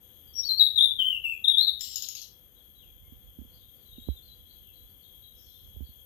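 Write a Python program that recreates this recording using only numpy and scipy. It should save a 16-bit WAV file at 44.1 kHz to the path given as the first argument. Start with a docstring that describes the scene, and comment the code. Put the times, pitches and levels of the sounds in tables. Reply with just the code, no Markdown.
"""Throughout, cicadas buckle their tymbals, noise stands for the garden, and far birds call as gliding sines.
From 0.3 s a caged songbird under a tiled porch roof whistles a falling phrase of gliding sines; from 1.8 s
it ends on a harsh rattle, two voices and their mixing tones over rushing air. After 2.5 s far calls gather,
and from 3.1 s the gripping hand, which rumbles all along, bumps the casing as decaying modes; near 5.4 s a
far hoarse call sounds as resonant noise. One microphone port is open; the hand covers and dulls the other."""
import sys
import numpy as np
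from scipy import signal
from scipy.fft import rfft, irfft, next_fast_len
from scipy.io import wavfile
from scipy.ndimage import uniform_filter1d, map_coordinates

SR = 44100
rng = np.random.default_rng(int(sys.argv[2]) if len(sys.argv) > 2 else 0)


def bounce(signal):
    """Save signal as a 16-bit WAV file at the path given by the first command-line argument."""
    frames = np.transpose(np.atleast_2d(signal))
    limited = np.clip(frames, -1, 1)
    pcm = np.round(limited * 32767).astype(np.int16)
    wavfile.write(sys.argv[1], SR, pcm)


def attenuation_scalar(level_db):
    """Turn a level in dB into a linear amplitude multiplier (20 dB per decade)."""
    decades = np.asarray(level_db, float) / 20
    return 10 ** decades


N = 267069

# All levels are relative: filters, echoes and gains act after them.
# Overtones of the whistle: [multiple of f, level/dB re the whistle]
OVERTONES = [(2, -45), (3, -28), (4, -44.5), (5, -33)]
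# Warbled notes, all of one shape: [t/s, time to the hump/s, length/s, hump f/Hz, last f/Hz, level/dB]
WARBLE_NOTES = [(0.758, 0.075, 0.14, 3735, 3423, -19), (0.983, 0.08, 0.19, 3141, 2708, -24.5),
                (1.236, 0.075, 0.115, 2780, 2370, -28)]
# Slurred notes, one list of points each: [t/s, f/Hz, level/dB]
SLURRED_NOTES = [
    [(0.333, 5400, -62.5), (0.347, 5700, -48.5), (0.368, 5655, -32), (0.425, 5500, -32)],
    [(0.425, 3600, -41), (0.456, 4570, -32.5), (0.484, 4290, -32)],
    [(0.487, 4240, -23.5), (0.5, 4077, -25.5), (0.55, 4230, -31.5), (0.562, 4150, -37.5)],
    [(0.57, 4100, -27.5), (0.588, 4510, -29), (0.597, 4055, -16), (0.61, 3764, -15), (0.632, 3923, -17),
     (0.66, 3942, -20.5), (0.672, 3584, -27.5), (0.688, 3760, -33.5)],
    [(1.44, 3750, -26.5), (1.458, 3465, -23.5), (1.484, 3785, -15.5), (1.515, 3468, -26.5),
     (1.55, 3440, -22.5), (1.563, 3480, -24.5)],
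    [(1.565, 3380, -22.5), (1.59, 3840, -14.5), (1.64, 4292, -25.5), (1.665, 4144, -25), (1.682, 3854, -17),
     (1.705, 3560, -32.5), (1.75, 3805, -47)],
    [(2.16, 4820, -52), (2.25, 3937, -49)],
]
# Lead-in and long rasp of the rattle: [t/s, level/dB, time to the final fade/s, upper voice f/Hz]
OPENING_RASPS = [(1.794, -54, 0.03, 6850), (1.808, -36, 0.14, 7377)]
# Mixing tones of two coupled membranes: [multiple of upper f, multiple of lower f]
MIXING_ORDERS = [(1, 0), (0, 1), (-1, 2), (1, -1), (2, -2), (2, 0), (1, 1), (0, 2)]
# Strength of each mixing tone, in the same order: [level/dB]
MIXING_LEVELS = [-3, -4.5, -12, -17.5, -16, -13, -22, -22]
# Spectrum of the air rushing through the syrinx: [f/Hz, level/dB]
AIR_RUSH = [(2300, -22.5), (2900, 0.5), (4000, 3.5), (5500, 1.5), (7300, -6), (8100, -13.5), (9300, -9),
            (11000, -15.5), (13500, -8), (15500, -20)]
# Colour of the bird's voice as picked up by the microphone: [f/Hz, level/dB]
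VOICE_COLOUR = [(1500, -24.5), (2200, -11), (2700, -2.5), (7600, 0), (8300, -15.5), (9200, -8),
                (10500, -0.5), (12500, 4), (15500, 0.5)]
# Reverberation of the porch: [f/Hz, T60/s]
PORCH_DECAY = [(2500, .31), (4000, 0.31), (7000, .27), (14000, 0.34)]
# Rumble of the grip: [t/s, level/dB]
GRIP_LEVEL = [(0, -59.5), (0.8, -49), (1.9, -54), (2.39, -61), (3.12, -47.5), (3.8, -53.5), (4.0, -42.5),
              (4.15, -51), (5.45, -55), (5.78, -46), (6.06, -55)]
# Spectrum of that rumble: [f/Hz, level/dB]
GRIP_COLOUR = [(20, -42.5), (35, 5), (55, 8.5), (90, 2), (130, -7), (200, -18), (400, -65.5)]
# Shifts of a finger on the casing: [t/s, thump level/dB, knock level/dB]
FINGER_BUMPS = [(3.122, -29, -34), (3.387, -24.5, -25.5), (3.415, -30, -29.5), (3.448, -38, -38),
                (3.982, -38, -26.5), (4.073, -30, -32.5), (4.091, -8, -31.5), (5.762, -20.5, -35.5),
                (5.806, -18.5, -28), (5.821, -23, -34.5), (5.89, -28.5, -43)]
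# Thump mode and knock mode of the casing: [f/Hz, T60/s]
CASING_MODES = [(64, 0.11), (240, 0.039)]
# Touches of a fingernail on the casing: [t/s, level/dB]
NAIL_TICKS = [(4.087, -13.5), (5.764, -33), (5.806, -38)]
# Far whistles: [t/s, length/s, top f/Hz, last f/Hz, level/dB]
FAR_WHISTLES = [(0.27, 0.06, 4800, 4420, -67), (2.55, 0.073, 3870, 3140, -60), (2.75, 0.1, 3926, 2540, -55),
                (2.86, 0.075, 2480, 2330, -75), (3.03, 0.061, 2150, 2155, -73),
                (3.85, 0.064, 4040, 3700, -57), (3.91, 0.19, 3780, 3780, -52),
                (3.93, 0.053, 2990, 2730, -65), (3.99, 0.085, 7560, 7650, -69),
                (4.04, 0.14, 3980, 3855, -54), (4.16, 0.0463, 3620, 3250, -48),
                (4.16, 0.04, 7230, 6400, -63), (4.22, 0.078, 4240, 4030, -54.5),
                (4.28, 0.072, 4015, 3980, -52), (4.73, 0.12, 3980, 3990, -61),
                (5.03, 0.087, 3684, 3670, -57), (5.22, 0.12, 3870, 3810, -52),
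                (5.48, 0.039, 3330, 3480, -51), (5.54, 0.044, 3560, 3630, -50)]
# Farther, hoarser chirps: [t/s, length/s, top f/Hz, last f/Hz, level/dB]
FAR_CHIRPS = [(3.02, 0.05, 1090, 1077, -75), (3.5, 0.07, 4500, 4220, -64.5),
              (3.55, 0.14, 3910, 3450, -66.5), (3.72, 0.16, 4560, 4000, -79),
              (4.2, 0.13, 4450, 4270, -73.5), (4.32, 0.048, 4620, 4600, -69),
              (4.45, 0.12, 4130, 3780, -64.5), (4.62, 0.086, 2980, 2510, -67),
              (4.84, 0.1, 4360, 4000, -78.5), (4.99, 0.065, 4260, 4150, -63.5),
              (5.1, 0.13, 3800, 3680, -74), (5.45, 0.19, 3970, 3640, -68), (5.6, 0.05, 4340, 4520, -71.5),
              (5.81, 0.09, 4300, 3620, -68)]
# Course of a far hoarse call: [t/s, level/dB]
RASP_LEVEL = [(5.33, -85), (5.38, -58), (5.68, -78)]
# Resonances of that call: [f/Hz, width of one resonator/Hz, level/dB]
RASP_BANDS = [(5520, 520, 0), (5950, 520, -2), (6450, 520, -7)]
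# Reverberation of the yard: [f/Hz, T60/s]
YARD_DECAY = [(2000, 0.4), (8000, 0.3)]
# Course of the cicada drone: [t/s, level/dB]
CICADA_LEVEL = [(0, -51.5), (2, -53), (4, -50.5), (6.06, -49.5)]
# Resonances of the tymbals: [f/Hz, width of one resonator/Hz, level/dB]
TYMBAL_BANDS = [(3250, 250, -2), (6540, 370, -18.5), (9710, 900, -22.5), (12150, 230, -3),
                (12480, 270, -0.5), (12810, 270, 1), (13130, 260, 2.5), (13450, 280, -4), (13750, 300, -11),
                (14200, 600, -22)]
# Spectrum of the garden noise: [f/Hz, level per Hz/dB]
GARDEN_COLOUR = [(30, -104), (60, -81.5), (130, -91.5), (250, -95.5), (480, -100.5), (600, -103),
                 (1000, -108), (2200, -109), (4700, -117), (8500, -117), (11000, -112), (14300, -116),
                 (14800, -135)]
# Likeness of the garden noise at the two ports: [f/Hz, correlation]
PORT_LIKENESS = [(60, 0.85), (150, 0.53), (380, 0.65), (950, 0.1), (2380, -0.066), (5980, -0.08),
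                 (15000, 0.01)]
# Response of the covered port to airborne sound: [f/Hz, level/dB]
COVERED_PORT = [(200, 0), (600, -2), (1500, -5), (2500, -10), (4000, -15), (5500, -29), (7000, -38),
                (9500, -38), (12000, -26), (15500, -22)]


def songbird():
    """Superposition: direct sound, coloured by voice and microphone, plus the strong answer of the porch."""
    notes = warbles() + SLURRED_NOTES
    voice = whistle(notes, OVERTONES, fade=.006, waver=.011, flutter=.5) + rattle(count=5)
    voice = filtered(voice, lambda hz: attenuation_scalar(along(VOICE_COLOUR, hz)))
    walls = echoes(voice, PORCH_DECAY, gap=.004, alike=.4)
    return attenuation_scalar(4.0) * voice + attenuation_scalar(1.55) * walls


def warbles():
    """Frequency glide: each note enters high, dips, rebounds to a hump and falls away."""
    entry, dip = 1.05, 0.93  # pitch over that of the hump
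    dip_at = 0.47  # share of the way to the hump
    soft_start_db, sag_db = 1.5, 6.5  # swells to the dip, holds to the hump, then sags
    notes = []
    for s, hump, length, hz, last_hz, db in WARBLE_NOTES:
        start = (s, entry * hz, db - soft_start_db)
        low = (s + dip_at * hump, dip * hz, db)
        top = (s + hump, hz, db)
        notes.append([start, low, top, (s + length, last_hz, db - sag_db)])
    return notes


def whistle(notes, overtones, fade, waver, flutter):
    """Modulation: a gliding sine with any overtones trembles in pitch and size about a hundred times a second."""
    out = np.zeros(N)
    for note in notes:
        s, hz, db = np.transpose(note)
        i = np.arange(round(s[0] * SR), round(s[-1] * SR))
        t = i / SR
        pitch = np.interp(t, s, hz) * (1 + waver * wobble(219.7, len(i)))
        phase = 2 * np.pi * np.cumsum(pitch) / SR
        note_db = np.interp(t, s, db)
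        soft_db = .3 * (-24 - note_db)  # overtones fade less than the whistle itself
        tone = (1 + 0.032 * wobble(1100, len(i))) * np.sin(phase)  # breath hazes the line
        for k, overtone_db in overtones:
            if k * hz.max() < SR / 2:
                haze = 1 + 0.6 * wobble(840, len(i))
                tone += attenuation_scalar(overtone_db + soft_db) * haze * np.sin(k * phase)
        edge = np.clip(np.minimum(t - s[0], s[-1] - t) / fade, 0, 1)
        out[i] += np.sqrt(2) * attenuation_scalar(note_db) * edge * (1 + flutter * wobble(204.3, len(i))) * tone
    return out


def rattle(count):
    """Nonlinear coupling: both sides of the syrinx yield sum and difference tones over rushing air."""
    first_s, gap_s, hold_s = 1.957, 0.0646, 0.042  # even bursts; each fades over a second hold_s
    burst_db, tiring_db = -35, 0.48
    upper_hz, upper_sag_hz, lower_hz = 7050, 12, 5460
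    bursts = []
    for k in range(count):
        db, upper = burst_db - tiring_db * k * k, upper_hz - upper_sag_hz * k ** 3
        bursts.append((first_s + k * gap_s, db, hold_s, upper))
    out = np.zeros(N)
    air = unit(filtered(rng.standard_normal(N), lambda hz: attenuation_scalar(along(AIR_RUSH, hz))))
    for s, db, length, upper in OPENING_RASPS + bursts:
        t = np.arange(round(2 * length * SR)) / SR
        i = round(s * SR) + np.arange(len(t))
        snap = (1 - np.exp(-t / .0008)) * (1 + 3.6 * np.exp(-(t / .005) ** 2))
        body = attenuation_scalar(db - 8 * t / length) * np.clip((2 * length - t) / length, 0, 1)
        scoop = t - 0.00033 * (1 - np.exp(-t / 0.0055))  # the voices slide up into pitch
        # phases in cycles, with separate pitch wander
        high = upper * scoop + 105 * np.cumsum(wobble(700, len(t))) / SR
        low = lower_hz * scoop + 105 * np.cumsum(wobble(700, len(t))) / SR
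        tones = np.zeros(len(t))
        for (m, n), mix_db in zip(MIXING_ORDERS, MIXING_LEVELS):
            tones += attenuation_scalar(mix_db + 3.6 * wobble(250, len(t))) * np.sin(2 * np.pi * (m * high + n * low))
        rush = attenuation_scalar(-3 + 3 * wobble(90, len(t))) * (1 - np.exp(-t / .006)) * air[i]
        out[i] += body * (snap * tones + rush)
    return out


def hand():
    """Structure-borne sound: muscle tremor rumbles; finger shifts excite damped modes or tick on the casing."""
    tremor = filtered(rng.standard_normal(N), lambda hz: attenuation_scalar(along(GRIP_COLOUR, hz)))
    rumble = level_curve(GRIP_LEVEL) * unit(attenuation_scalar(0.87 * wobble(4.4)) * tremor)
    out = np.pad(rumble, (0, SR))  # room for the last decays
    t = np.arange(SR // 4) / SR
    thump, knock = [(1 - np.exp(-t * hz * 2.9)) * attenuation_scalar(-60 * t / t60) * np.sin(2 * np.pi * hz * t)
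                    for hz, t60 in CASING_MODES]
    # a quick push and release
    tick = (t / 0.0013) ** 3 * np.exp(3 - 3 * t / 0.0015 - (t / 0.0026) ** 2)
    for s, thump_db, knock_db in FINGER_BUMPS:
        out[round(s * SR):][:len(t)] += attenuation_scalar(knock_db) * knock - attenuation_scalar(thump_db) * thump
    for s, db in NAIL_TICKS:
        out[round(s * SR):][:len(t)] += attenuation_scalar(db) * tick
    return out[:N]


def far_birds():
    """Direct and reverberant field: whistles arrive mostly direct, hoarse chirps as reflections, a rasp as both."""
    rasp = level_curve(RASP_LEVEL) * unit(resonant(rng.standard_normal(N), RASP_BANDS))
    clear = whistle(calls(FAR_WHISTLES), [], fade=.012, waver=.008, flutter=.4)
    hoarse = whistle(calls(FAR_CHIRPS), [], fade=.04, waver=.045, flutter=.6)
    hoarse += whistle(chatter(count=120), [], fade=.015, waver=.03, flutter=.5)
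    direct = clear + attenuation_scalar(-4) * hoarse + attenuation_scalar(-3) * rasp
    into_yard = attenuation_scalar(-4.5) * clear + attenuation_scalar(6.5) * hoarse + rasp
    return direct + echoes(into_yard, YARD_DECAY, gap=.01, alike=.3)


def calls(rows):
    """Frequency glide: a far call hooks from near its top pitch to the top, holds, then glides and fades."""
    hook, start_gain_db, fade_db = 0.98, 1.5, 3  # hook: first pitch over top pitch
    hook_at, hold_to = 0.2, 0.38  # shares of the length
    notes = []
    for s, length, hz, last_hz, db in rows:
        start = (s, hook * hz, db + start_gain_db)
        top = (s + hook_at * length, hz, db)
        held = (s + hold_to * length, hz, db)
        notes.append([start, top, held, (s + length, last_hz, db - fade_db)])
    return notes


def chatter(count):
    """Random superposition: short glides of many small birds far in the trees, stronger after 3.45 s."""
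    start, length, pitch, glide, size = rng.random((count, 5)).T
    start = start * (N / SR - .15)
    end = start + .03 + 0.04 * length
    hz = 3500 + 850 * pitch ** 1.5
    last_hz = hz * (1 + .25 * (glide - .6))
    db = -86 + 6 * size + 7 * (start > 3.45)
    return [[(s, f, d), (e, g, d)] for s, e, f, g, d in zip(start, end, hz, last_hz, db)]


def cicadas(rates):
    """Pulse-excited resonance: insects buckle their tymbals at the given rates/Hz; trees blur the clicks."""
    clicks = np.zeros(N)
    for rate in rates:
        turns = np.cumsum(rate * (1 + .004 * wobble(2.8))) / SR
        beats = np.flatnonzero(np.diff(np.floor(turns)))
        clicks[beats] += attenuation_scalar(2.5 * rng.standard_normal(len(beats)))
    chorus = unit(clicks - clicks.mean()) + 1.7 * rng.standard_normal(N)
    drone = resonant(echoes(chorus, YARD_DECAY, gap=0, alike=0), TYMBAL_BANDS)
    return attenuation_scalar(0.272 * wobble(3.4)) * level_curve(CICADA_LEVEL) * unit(drone)


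def garden():
    """Partially correlated noise: leaves and far traffic at two ports, with a faint resonant hum."""
    def colour(hz):
        # mid and side shares that give the wanted correlation
        turn = np.arccos(np.clip(along(PORT_LIKENESS, hz), -1, 1)) / 2
        return attenuation_scalar(along(GARDEN_COLOUR, hz)) * np.sqrt(SR) * np.array([np.cos(turn), np.sin(turn)])

    mid, side = filtered(rng.standard_normal((2, N)), colour)
    hum = attenuation_scalar(-76.5) * unit(resonant(rng.standard_normal(N), [(495.3, 20, 0)]))
    swell = attenuation_scalar(0.53 * wobble(0.19) + 0.96 * wobble(13.0))
    return swell * np.array([mid + side, mid - side]) + hum


def echoes(x, decays, gap, alike):
    """Diffuse reflection: decaying noise tails at both ports, each frequency with its own T60."""
    hz, t, z = signal.stft(rng.standard_normal((2, SR // 2)), SR, nperseg=256)
    decay = attenuation_scalar(-60 * t / along(decays, hz)[:, None])
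    a, b = signal.istft(z * decay, SR, nperseg=256)[1]
    alike = np.clip(alike, 0, 1)
    tails = np.array([a, alike * a + np.sqrt(1 - alike ** 2) * b]) / np.linalg.norm(a)
    delayed = np.pad(x, (round(gap * SR), 0))
    return signal.fftconvolve(delayed[None], tails, axes=1)[:, :N]


def resonant(x, bands):
    """Resonance: parallel bands, each a pair of like resonators in series."""
    def response(f):
        return sum(attenuation_scalar(db) * (1j * f * w / (c * c - f * f + 1j * f * w)) ** 2 for c, w, db in bands)

    return filtered(x, response)


def filtered(x, response):
    """Linear filtering: the spectrum of x times a response of frequency."""
    m = next_fast_len(N + SR // 2)
    return irfft(rfft(x, m) * response(np.fft.rfftfreq(m, 1 / SR)), m)[..., :N]


def wobble(rate, size=N):
    """Random modulation: a smooth curve with rate knots a second."""
    knots = rng.standard_normal(int(size * rate / SR) + 4)
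    return map_coordinates(knots, [np.arange(size) * rate / SR])


def level_curve(rows):
    """Amplitude envelope: gain per sample from (t/s, level/dB) rows, silent outside them."""
    s, db = np.transpose(rows)
    return attenuation_scalar(np.interp(np.arange(N) / SR, s, db, left=-200, right=-200))


def along(points, hz):
    """Logarithmic frequency scale: (f/Hz, value) points interpolated on a log axis."""
    f, v = np.transpose(points)
    return np.interp(np.log(hz + 1), np.log(f + 1), v)


def unit(x):
    """Normalisation by effective value: x scaled to rms 1."""
    return x / np.sqrt(np.mean(x ** 2) + 1e-20)


def scene():
    """Transmission: air reaches the covered port dulled and earlier; the grip is heard almost only there."""
    background = cicadas([312, 296, 331]) * attenuation_scalar([[0], [-12]]) + garden()
    background = filtered(background, lambda hz: hz < 14450)
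    air = songbird() + far_birds() + background
    # the positive phase advances the sound by 70 microseconds
    dull = filtered(air[1], lambda hz: attenuation_scalar(along(COVERED_PORT, hz)) * np.exp(2j * np.pi * hz * .00007))
    return np.array([air[0], dull]) + hand() * attenuation_scalar([[-30], [0]])


def gain_control(x, threshold_db, slope, lag):
    """Feed-forward compression: loud passages slowly lower the gain; it creeps back in the quiet after."""
    power = np.abs(uniform_filter1d(np.mean(x ** 2, axis=0), SR // 20))
    loud_db = 10 * np.log10(power + 1e-12)
    excess_db = np.maximum(loud_db - threshold_db, 0)
    keep = np.exp(-1 / (lag * SR))  # lag: time constant/s
    return x * attenuation_scalar(-slope * signal.lfilter([1 - keep], [1, -keep], excess_db))


def top_cut(x):
    """Nothing passes above the cut-off."""
    return signal.sosfilt(signal.butter(12, 15750, fs=SR, output="sos"), x)


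def record(dry):
    """High-pass filtering by two first-order stages at 35 Hz, then slow compression."""
    cut = filtered(dry, lambda hz: (1j * hz / (35 + 1j * hz)) ** 2)
    mix = gain_control(cut, threshold_db=-55.5, slope=0.49, lag=9.5)
    return top_cut(mix)


dry = scene()
out = record(dry)
bounce(out)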